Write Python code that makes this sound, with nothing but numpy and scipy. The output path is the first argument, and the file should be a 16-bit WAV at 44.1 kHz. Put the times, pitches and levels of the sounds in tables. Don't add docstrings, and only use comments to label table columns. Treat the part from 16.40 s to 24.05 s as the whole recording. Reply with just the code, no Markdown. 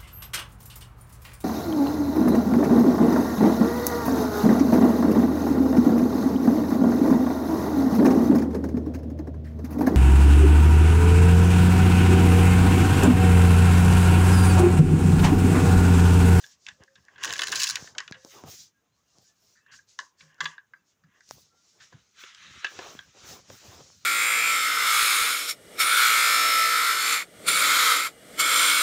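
import sys
import numpy as np
from scipy import signal
from scipy.fft import rfft, irfft, next_fast_len
from scipy.io import wavfile
from scipy.ndimage import uniform_filter1d, map_coordinates

SR = 44100
rng = np.random.default_rng(int(sys.argv[2]) if len(sys.argv) > 2 else 0)


def transcribe(signal):
    frames = np.atleast_2d(signal).T
    limited = np.clip(frames, -1, 1)
    pcm = np.round(limited * 32767).astype(np.int16)
    wavfile.write(sys.argv[1], SR, pcm)


def volts_from_decibels(level):
    exponent = np.asarray(level, float) / 20
    return 10 ** exponent


N = 337351

# cloth, scrape, finger, scuff, rumble (level [dB])
STILL_DB = [-86.5, -84, -88.5, -82.5, -84.5]
SLOPE_DB = 12


def unit(x):
    return x / np.sqrt(np.mean(x ** 2) + 1e-20)


def along(points, hz):
    point_hz, value = np.transpose(points)
    return np.interp(np.log(hz + 1), np.log(point_hz + 1), value)


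def coloured(x, spectrum):
    size = next_fast_len(len(x) + 8192)
    gain = volts_from_decibels(along(spectrum, np.fft.rfftfreq(size, 1 / SR)))
    return irfft(rfft(x, size) * gain, size)[:len(x)]


def wobble(rate):
    knots = rng.standard_normal(int(N * 60 / SR) + 4)
    return map_coordinates(knots, [np.arange(N) * min(rate, 60) / SR])


def rush(spectrum, patchy_db, grain_db, flutter_db, size=5):
    grains = rng.standard_normal(N) * volts_from_decibels(grain_db * rng.exponential(1, N))
    bins = signal.stft(grains, nperseg=512)[2]
    field = uniform_filter1d(rng.standard_normal(bins.shape), size=size, axis=0)
    field = uniform_filter1d(field, size=10, axis=1)
    noise = signal.istft(bins * volts_from_decibels(patchy_db * unit(field)), nperseg=512)[1][:N]
    return unit(coloured(noise, spectrum) * volts_from_decibels(flutter_db * wobble(30)))


def swell(s, rise, fall):
    t = np.arange(N) / SR - s
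    width = np.where(t < 0, max(rise, .005), max(fall, .005))
    return volts_from_decibels(-SLOPE_DB * np.clip(t / width, -4, 4) ** 2)


def strokes(rows):
    power = 0
    for s, rise, fall, *levels in rows:
        power = power + (volts_from_decibels(np.array(levels))[:, None] * swell(s, rise, fall)) ** 2
    return np.sqrt(power)


def box(contacts, ring, bite, snap_db):
    # (frequency [Hz], relative level [dB], time to fall 60 dB before scaling by ring [s])
    wall_modes = [(1035, -12.5, .045), (1133, -9.5, 0.046), (1290, -15, 0.033), (1413, -15.5, .03),
                  (1592, 0.5, 0.032), (1675, 2.5, 0.035), (1785, -9, 0.037), (1920, -17.5, 0.057),
                  (2217, -14, .03), (2414, -2, .012), (2700, 3.5, 0.013), (2945, 1.5, .016),
                  (3180, -3.5, 0.014), (3385, 2.5, .014), (3700, -2.5, 0.014), (4280, 5, .01),
                  (5040, 0.5, .012), (5400, -3.5, 0.03), (5800, -7, .012), (7240, -10.5, 0.014)]
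    borders = [2300, 4000]
    # (frequency [Hz], relative level [dB])
    snap_colour = [(4880, -30), (8300, 0.5), (9890, 3), (13500, -16), (14900, -1), (15800, -2.5),
                   (16300, -39)]
    # (frequency [Hz], relative level [dB])
    crack_colour = [(2500, -40), (3600, -3), (5000, 0), (7000, -2), (7900, -14), (8800, -40), (10000, -70)]
    firm_blows = .55
    first_blow = 1.3
    out, t = np.zeros(N + SR), np.arange(SR // 8) / SR
    plastic = signal.butter(4, [900, 7500], "band", fs=SR, output="sos")
    for s, hollow_db, middle_db, bright_db, ms in contacts:
        ms = max(ms, .5)
        u = t[:SR // 12] / (ms / 1000)
        force = rng.standard_normal(len(u)) * volts_from_decibels(.8 * rng.exponential(1, len(u)))
        force *= (1 - np.exp(-bite * u)) * np.exp(-1.5 * u ** 2)
        blow = force.copy()
        blow[20] += first_blow * np.exp(-ms / 10) * np.linalg.norm(force)
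        rings = np.zeros((3, len(t)))
        for hz, level, t60 in wall_modes:
            spot_hz = hz * rng.normal(1, .015)
            spot_db = level + rng.normal(0, 2.5)
            if hz < 1300:
                spot_db += firm_blows * (hollow_db + 32.5)
            decay = volts_from_decibels(spot_db - 60 * t / (ring * t60))
            onset = 1 - np.exp(-t * hz / 2)
            rings[np.searchsorted(borders, hz)] += decay * np.sin(2 * np.pi * spot_hz * t) * onset
        rung = signal.fftconvolve(rings, blow[None], axes=1)[:, :len(t)]
        parts = list(signal.sosfilt(plastic, rung))
        force = np.pad(force, (0, len(t) - len(force)))
        parts[2] = unit(parts[2]) + 4.3 * unit(coloured(force, crack_colour))
        parts.append(coloured(force, snap_colour))
        contact = round(ms * SR / 1000) + 20
        for part, db in zip(parts, (hollow_db, middle_db, bright_db, bright_db + snap_db)):
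            out[round(s * SR):][:len(t)] += volts_from_decibels(db) * part / np.sqrt(np.mean(part[:contact] ** 2))
    return out[:N]


def chatter(count):
    # (from [s], to [s])
    ride_span = (.83, 1.33)
    # hollow, middle, bright (level [dB])
    typical_db = [-54, -43.5, -41]
    times = rng.uniform(*ride_span, (count, 1))
    levels = typical_db + 4 * rng.standard_normal((count, 3))
    return np.hstack([times, levels, np.full((count, 1), 2.5)])


def car_ride():
    # (time [s], hollow level [dB], middle level [dB], bright level [dB], contact [ms])
    rib_hits = [(.836, -32.5, -27, -31, 3.3), (.8453, -30, -43, -30, 3.8), (.8539, -41, -29.5, -30.5, 2.3),
                (.8761, -38, -35, -44, 3.8), (.9054, -40, -29.5, -39.5, 3), (.9264, -31, -38, -30, 2.2),
                (.9366, -42.5, -29.5, -27.5, 1.4), (.9567, -36.5, -35, -42.5, 1.8),
                (.992, -29, -26.5, -33.5, 6.1), (1.0179, -30, -24.5, -30, 3.3),
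                (1.0332, -30, -32.5, -33, 8.5), (1.0696, -41.5, -35, -33, 6.9),
                (1.082, -36.5, -42, -34, 5.1), (1.1185, -39, -44, -29.5, 8.4),
                (1.124, -30.5, -31, -38.5, 14), (1.1561, -43, -36, -25.5, 6.2),
                (1.1631, -39.5, -35, -33.5, 8.1), (1.198, -44.5, -31.5, -29.5, 15),
                (1.216, -42, -34, -28.5, 15), (1.2328, -47, -33, -21, 4.7), (1.239, -42.5, -28, -23.5, 7.3),
                (1.269, -51, -32, -32, 8.1), (1.2759, -50.5, -51, -28, 3.2),
                (1.2899, -37.5, -39.5, -27.5, 3.6), (1.298, -38, -39.5, -25.5, 4.4),
                (1.3067, -53.5, -39, -28.5, 6.4), (1.3562, -41, -26.5, -28, 3.6),
                (1.368, -36, -50, -47, 4.6)]
    return box(np.vstack([rib_hits, chatter(count=45)]), ring=0.64, bite=13, snap_db=-12.5)


def box_knocks():
    # (time [s], hollow level [dB], middle level [dB], bright level [dB], contact [ms])
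    knock_rows = [(.0392, -44, -48, -82, 6.4), (.2657, -74, -36, -45, 2.2), (.2849, -42.5, -40, -46.5, 6.4),
                  (.4769, -58, -85, -79, 9.4), (.5546, -58.5, -56.5, -63, 8.3), (.683, -49, -90, -70, 4.7),
                  (.7587, -53, -58, -80, 5.9), (.78, -50, -57.5, -64, 10), (1.4737, -45.5, -51.5, -63, 3.5),
                  (1.5495, -50, -56, -59, 5.4), (1.5818, -35.5, -28.5, -29.5, 5.5),
                  (1.6032, -35, -46, -38.5, 3.8), (1.6777, -46.5, -41, -50, 3.7),
                  (1.723, -42.5, -36, -45, 1.47), (1.741, -52.5, -54, -70, 19),
                  (3.151, -67.5, -92, -75, 65), (3.2621, -57.5, -73.5, -76.5, 8.7),
                  (3.3132, -56.5, -63, -62, 29), (3.336, -52.5, -57.5, -70.5, 9.3),
                  (3.388, -53, -79, -78, 7), (3.5892, -30.5, -35, -35.5, 3.1), (3.599, -44, -65, -45, 6),
                  (3.8069, -58.5, -51, -69, 9.3), (3.98, -58.5, -77.5, -75, 20),
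                  (4.0048, -26, -32, -36.5, 8.8), (4.0424, -45, -52, -41, 4.8),
                  (4.0553, -29, -29.5, -44, 6.9), (4.1801, -43, -52.5, -78, 1.27),
                  (4.3352, -43.5, -77, -76.5, 5.1), (4.6366, -64.5, -78.5, -79, 12),
                  (4.806, -54.5, -75, -62, 6.1), (5.4007, -56.5, -61, -64.5, 28),
                  (5.5262, -57, -68, -66, 11.6)]
    return box(knock_rows, ring=0.7, bite=13, snap_db=-30.5)


def set_downs():
    # (time [s], hollow level [dB], middle level [dB], bright level [dB], contact [ms])
    drop_rows = [(5.8358, -48, -44.5, -63, 7.4), (5.9473, -61, -49.5, -49.5, 3.4),
                 (6.2447, -27, -30, -43, 10.3), (6.256, -42.5, -56, -57, 23), (6.2681, -56, -34, -59, 1),
                 (6.3895, -40, -39, -44, 3.1), (6.5903, -40, -37.5, -56, 1.66), (7.1001, -58, -50, -47, 1)]
    return box(drop_rows, ring=0.73, bite=36, snap_db=-25)


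def thuds():
    # (time [s], level [dB])
    thud_rows = [(2.04, -52), (5.525, -51.5), (5.836, -50.5), (6.2447, -41), (6.39, -32.5), (6.966, -52),
                 (6.99, -52.5), (7.101, -46)]
    # (frequency [Hz], relative level [dB], time to fall 60 dB [s])
    table_modes = [(379, -2.5, 0.056), (520, -2, 0.057), (720, -1.5, 0.035), (1005, 2.5, 0.037)]
    out, t = np.zeros(N + SR), np.arange(SR // 8) / SR
    for s, db in thud_rows:
        ring = np.zeros(len(t))
        for hz, level, t60 in table_modes:
            spot_db = level + rng.normal(0, 2)
            ring += volts_from_decibels(spot_db - 60 * t / t60) * np.sin(2 * np.pi * hz * t)
        out[round(s * SR):][:len(t)] += volts_from_decibels(db) * ring * (1 - np.exp(-t / .0006))
    return out[:N]


def cloth():
    # (loudest time [s], rise [s], fall [s], level [dB])
    sweep_rows = [(.06, 0.24, 0.094, -53.5), (.255, 0.053, 0.12, -61), (.43, 0.069, 0.1, -72),
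                  (.58, 0.058, 0.18, -71.5), (.74, 0.056, 0.037, -72.5), (.86, 0.05, 0.21, -43.5),
                  (1.07, 0.085, 0.097, -44), (1.2, 0.051, 0.14, -33.5), (1.42, 0.15, 0.092, -47.5),
                  (1.6, 0.045, 0.14, -60), (1.8, .04, .05, -62.5), (1.92, 0.083, 0.14, -55),
                  (2.115, .05, 0.099, -46), (2.215, 0.064, .06, -51), (2.57, 0.057, 0.12, -77),
                  (2.72, 0.055, 0.086, -69), (2.85, 0.097, 0.092, -63.5), (3.12, 0.16, 0.1, -65.5),
                  (3.335, 0.019, 0.074, -55), (3.5, 0.025, 0.086, -61.5), (3.61, 0.028, 0.084, -57.5),
                  (3.81, 0.029, 0.091, -60), (4.04, 0.027, 0.088, -49), (4.495, 0.045, 0.044, -70),
                  (4.79, 0.0535, 0.059, -71), (4.92, 0.095, 0.12, -58), (5.0, 0.035, 0.12, -62.5),
                  (5.29, 0.16, 0.25, -65.5), (5.43, 0.033, 0.072, -58.5), (5.56, 0.11, 0.3, -70.5),
                  (5.81, 0.055, 0.11, -54.5), (6.08, 0.21, 0.38, -57.5), (6.32, 0.1, 0.11, -53.5),
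                  (6.43, 0.07, .2, -51.5), (6.68, .06, 0.064, -65.5), (6.8, 0.084, 0.079, -56),
                  (6.91, 0.06, 0.071, -45.5), (7.02, .05, .06, -62.5), (7.12, 0.054, 0.092, -56),
                  (7.28, 0.27, 0.41, -54.5), (7.6, 0.05, 0.17, -68)]
    # (frequency [Hz], relative level [dB])
    cloth_colour = [(900, -40.5), (1500, -15), (2500, -10.5), (3800, -3.5), (5700, 3.5), (6800, 2),
                    (7500, -4.5), (8300, -13), (13000, -30.5)]
    (gain,) = strokes(sweep_rows)
    noise = rush(cloth_colour, patchy_db=1.5, grain_db=1.5, flutter_db=1.2)
    return np.hypot(gain, volts_from_decibels(STILL_DB[0])) * noise


def creaks():
    # (loudest time [s], rise [s], fall [s], level [dB])
    creak_rows = [(.03, .08, 0.12, -64), (0.283, 0.019, 0.034, -46.5), (0.431, 0.03, 0.031, -60.5),
                  (.58, 0.011, 0.024, -63), (.75, 0.11, 0.056, -62.5), (.86, 0.08, .25, -42),
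                  (1.07, 0.13, 0.11, -47), (1.2, 0.1, 0.18, -39.5), (1.4, 0.072, 0.1, -54.5),
                  (1.6, 0.018, 0.055, -46.5), (1.72, .06, 0.16, -64.5), (3.33, 0.076, 0.05, -60.5),
                  (3.61, 0.022, 0.03, -60.5), (3.81, .02, 0.036, -59.5), (3.93, 0.14, 0.074, -64.5),
                  (4.04, .03, 0.11, -46.5), (4.771, 0.096, 0.041, -67.5)]
    # (frequency [Hz], relative level [dB])
    creak_colour = [(600, -49), (900, -18), (1080, -5.5), (1300, -19.5), (1640, -1), (2000, -8.5),
                    (2300, -19.5), (2750, -10.5), (3300, -16), (5000, -59.5)]
    (gain,) = strokes(creak_rows)
    return gain * rush(creak_colour, patchy_db=2, grain_db=2, flutter_db=2.5, size=2)


def scrapes():
    # (loudest time [s], rise [s], fall [s], level [dB])
    scrape_rows = [(1.93, 0.035, 0.093, -56.5), (2.09, .05, 0.089, -59.5), (4.92, .03, 0.046, -64.5),
                   (5.43, 0.044, 0.077, -59), (5.549, .05, 0.14, -66.5), (5.81, 0.058, 0.35, -53.5),
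                   (6.08, 0.12, 0.51, -51), (6.259, 0.033, 0.017, -44.5), (6.41, 0.054, 0.17, -52),
                   (6.92, 0.17, 0.084, -52.5), (7.11, 0.068, 0.14, -61.5), (7.282, 0.15, 0.15, -56),
                   (7.63, 0.3, 0.18, -71)]
    # (frequency [Hz], relative level [dB])
    scrape_colour = [(500, -44.5), (900, -19.5), (1300, -3.5), (2200, -5), (3200, -5.5), (4000, -6),
                     (5200, -29.5), (8800, -120)]
    (gain,) = strokes(scrape_rows)
    noise = rush(scrape_colour, patchy_db=2, grain_db=2, flutter_db=1.5, size=3)
    return np.hypot(gain, volts_from_decibels(STILL_DB[1])) * noise


def finger_slides():
    # (loudest time [s], rise [s], fall [s], level [dB])
    slide_rows = [(.06, 0.19, .06, -69), (0.872, .03, 0.23, -68), (1.2, 0.079, .1, -48.5),
                  (1.42, 0.099, .07, -66.5), (1.922, .07, 0.096, -61), (2.1, .04, .1, -55),
                  (2.208, 0.073, .06, -65), (2.831, 0.071, .07, -80.5), (3.12, 0.19, .05, -77),
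                  (3.335, .02, .06, -80), (4.039, 0.024, .04, -69.5), (4.921, 0.031, .05, -62.5),
                  (5.01, .05, 0.028, -66), (5.43, 0.067, 0.06, -83), (5.81, 0.025, .04, -66),
                  (6.1, 0.048, .15, -83), (6.32, .05, .04, -68.5), (6.46, .08, 0.16, -65),
                  (6.902, .05, .07, -54.5), (7.13, .04, 0.12, -64), (7.29, 0.064, 0.15, -64.5),
                  (7.6, .1, 0.19, -78)]
    # (frequency [Hz], relative level [dB])
    finger_colour = [(4710, -29), (8000, -9), (9380, -6.5), (12500, -12.5), (13500, -16), (14900, 7),
                     (16000, -15.5)]
    (gain,) = strokes(slide_rows)
    noise = rush(finger_colour, patchy_db=1, grain_db=2, flutter_db=1.5)
    return np.hypot(gain, volts_from_decibels(STILL_DB[2])) * noise


def grip():
    # (loudest time [s], rise [s], fall [s], scuff level [dB], rumble level [dB])
    grip_rows = [(.03, 0.11, 0.078, -65.5, -70.5), (.285, 0.018, 0.083, -66.5, -66.5),
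                 (.43, 0.036, 0.029, -64.5, -70), (.58, 0.023, 0.065, -78, -68),
                 (.87, 0.024, 0.1, -48.5, -60.5), (1.15, 0.36, 0.1, -52, -58),
                 (1.43, 0.18, 0.094, -60, -62), (1.58, 0.048, 0.061, -56.5, -70),
                 (1.735, 0.067, 0.059, -61.5, -59.5), (1.86, .01, 0.036, -59, -63),
                 (1.96, 0.039, 0.14, -53, -64), (2.07, 0.037, 0.034, -49.5, -48),
                 (2.14, 0.025, 0.026, -61.5, -62), (2.218, .05, 0.066, -73, -68),
                 (2.81, .08, 0.043, -72, -72), (3.13, 0.16, 0.017, -76.5, -81),
                 (3.331, 0.026, 0.12, -83, -73), (3.61, 0.026, 0.043, -65, -84),
                 (3.821, .03, 0.1, -78.5, -70), (4.041, 0.063, 0.075, -59, -61.5),
                 (4.655, 0.03, 0.048, -93, -68), (4.77, 0.038, 0.048, -72.5, -83.5),
                 (5.0, 0.1, 0.07, -70.5, -66.5), (5.15, 0.07, .07, -75.5, -75),
                 (5.42, 0.13, 0.08, -71, -77), (5.55, 0.023, 0.058, -67, -56),
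                 (6.15, 0.15, 0.065, -68, -61), (6.26, 0.03, 0.037, -57.5, -78),
                 (6.33, 0.026, 0.12, -51.5, -64), (6.41, 0.014, .04, -47, -64),
                 (6.47, 0.06, 0.053, -48.5, -64), (6.551, 0.09, 0.067, -52.5, -54.5),
                 (6.76, 0.022, 0.23, -59.5, -63), (6.68, 0.097, 0.044, -75, -66),
                 (6.92, 0.063, 0.075, -51, -49), (7.03, .04, 0.063, -69, -61),
                 (7.12, 0.032, 0.054, -58.5, -51.5), (7.26, 0.059, 0.21, -54, -54.5),
                 (7.39, 0.13, 0.034, -73, -62), (7.63, 0.15, .1, -73, -57.5)]
    # (frequency [Hz], relative level [dB])
    scuff_colour = [(150, -21), (260, -6.5), (380, -0.5), (600, -2), (900, -5), (1200, -6), (1600, -16.5),
                    (2600, -100)]
    # (frequency [Hz], relative level [dB])
    rumble_colour = [(15, -54), (25, -15.5), (70, -2), (151, -3.5), (280, -12), (360, -40.5), (620, -120)]
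    scuff_gain, rumble_gain = strokes(grip_rows)
    scuff = rush(scuff_colour, patchy_db=2.5, grain_db=2.5, flutter_db=3, size=1)
    rumble = rush(rumble_colour, patchy_db=2.5, grain_db=3, flutter_db=3)
    scuff = np.hypot(scuff_gain, volts_from_decibels(STILL_DB[3])) * scuff
    return scuff + np.hypot(rumble_gain, volts_from_decibels(STILL_DB[4])) * rumble


def ticks():
    # (time [s], tick level [dB], pull level [dB], pull time scale [ms], at least 0.15 is used)
    tick_rows = [(0.065, -29, -62, 0.56), (0.407, -62, -42.5, 2.1), (.437, -32.5, -66, 0.49),
                 (0.652, -41, -80, .5), (1.4243, -38.5, -32.5, 1.34), (1.4442, -35, -33.5, 0.28),
                 (1.712, -28, -29.5, 1.1), (1.8487, -25, -34, 0.61), (2.038, -37, -28, 0.52),
                 (2.785, -35.5, -50.5, 1), (3.945, -44, -62, 0.51), (4.891, -30, -60.5, 0.74),
                 (4.91, -18, -20.5, 0.21), (5.526, -56, -45.5, 0.35), (5.839, -60, -43, 0.35),
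                 (6.109, -53, -49, 3.1), (6.2461, -52, -19.5, 0.13), (6.391, -51, -34, 0.32),
                 (6.551, -50, -33, 0.67), (7.103, -48, -28, 0.26), (7.141, -52, -54, 2.7),
                 (7.502, -60, -38.5, 0.096), (7.572, -55, -59, .2)]
    out, t = np.zeros(N + SR), np.arange(SR // 12) / SR
    tick = -np.sin(2 * np.pi * 5500 * t) * np.exp(-t / .00022) * (1 - np.exp(-t / .00005))
    for s, tick_db, pull_db, ms in tick_rows:
        u = t / (max(ms, .15) / 1000)
        pull = -np.cos(np.pi / 2 * u ** 0.8) * np.exp(-u / 3) * (1 - np.exp(-t / .0001))
        out[round(s * SR):][:len(t)] += volts_from_decibels(tick_db) * tick + volts_from_decibels(pull_db) * pull
    return out[:N]


def room(x):
    # (frequency [Hz], time to fall 60 dB [s])
    room_decay = [(300, 0.53), (1500, 0.19), (6000, 0.063), (14000, 0.041)]
    out, step = np.zeros(N + 2 * SR), SR // 3
    for start in range(0, N, step):
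        hz, t, bins = signal.stft(rng.standard_normal(step), SR, nperseg=256)
        decay = volts_from_decibels(-60 * t / along(room_decay, hz)[:, None])
        tail = signal.istft(bins * decay, SR, nperseg=256)[1]
        wet = signal.fftconvolve(x[start:start + step], tail / np.linalg.norm(tail))
        out[start + 130:][:len(wet)] += wet
    return out[:N]


def hums():
    # (loudest time [s], rise [s], fall [s], frequency [Hz], rms level [dB])
    tone_rows = [(.41, 0.021, 0.024, 537, -65), (.52, 0.057, 0.038, 540, -68),
                 (1.77, 0.02, 0.058, 520, -62), (1.85, .02, 0.084, 545, -63), (3.85, .05, .06, 540, -74),
                 (3.84, 0.017, 0.07, 154.2, -61.5), (4.029, 0.021, 0.078, 157, -53),
                 (4.65, 0.011, 0.021, 159.7, -58), (5.13, 0.028, 0.027, 1352, -72),
                 (5.18, 0.024, .05, 1384, -73.5), (2.37, .03, 0.038, 1630, -75),
                 (2.9, 0.027, 0.033, 1740, -74.5), (3.3, 0.059, .04, 2700, -72.5)]
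    out, t = np.zeros(N), np.arange(N) / SR
    for s, rise, fall, hz, db in tone_rows:
        out += np.sqrt(2) * volts_from_decibels(db) * swell(s, rise, fall) * np.sin(2 * np.pi * hz * t)
    return out


def wandering_tones(count):
    low_hz, high_hz, width_s = 913, 4960, 0.025
    out, t = np.zeros(N + SR), np.arange(SR // 4) / SR
    for when, pitch, size, glide in rng.random((count, 4)):
        hz = low_hz * (high_hz / low_hz) ** pitch * (1 + (glide - .5) * t)
        peak_db = -85 + 10 * size
        shape = volts_from_decibels(peak_db - SLOPE_DB * ((t - t[-1] / 2) / width_s) ** 2)
        out[int(when * N):][:len(t)] += shape * np.sin(2 * np.pi * np.cumsum(hz) / SR)
    return out[:N]


def faint_hiss():
    # (frequency [Hz], relative level [dB])
    hiss_colour = [(15, -32.5), (25, -1), (43, 10), (200, 9), (641, -9.5), (1290, -0.5), (3620, -12.5),
                   (4140, -22.5), (6560, -1), (9070, -26), (13000, -28.5), (15500, -20.5), (16000, -23)]
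    return volts_from_decibels(-77.5) * rush(hiss_colour, patchy_db=2.5, grain_db=0.5, flutter_db=-1.0, size=1)


def scene():
    hits = car_ride() + box_knocks() + set_downs()
    answer = volts_from_decibels(-12) * room(hits)
    rubbing = cloth() + creaks() + scrapes() + finger_slides() + grip()
    background = hums() + wandering_tones(count=90) + faint_hiss()
    return (hits + answer + thuds() + rubbing + ticks() + background)[None]


def band_limit(x):
    return signal.sosfilt(signal.butter(12, 16680, fs=SR, output="sos"), x)


def record(dry):
    bass_cut = signal.butter(3, 70, "high", fs=SR, output="sos")
    return band_limit(signal.sosfilt(bass_cut, dry))


dry = scene()
out = record(dry)
transcribe(out)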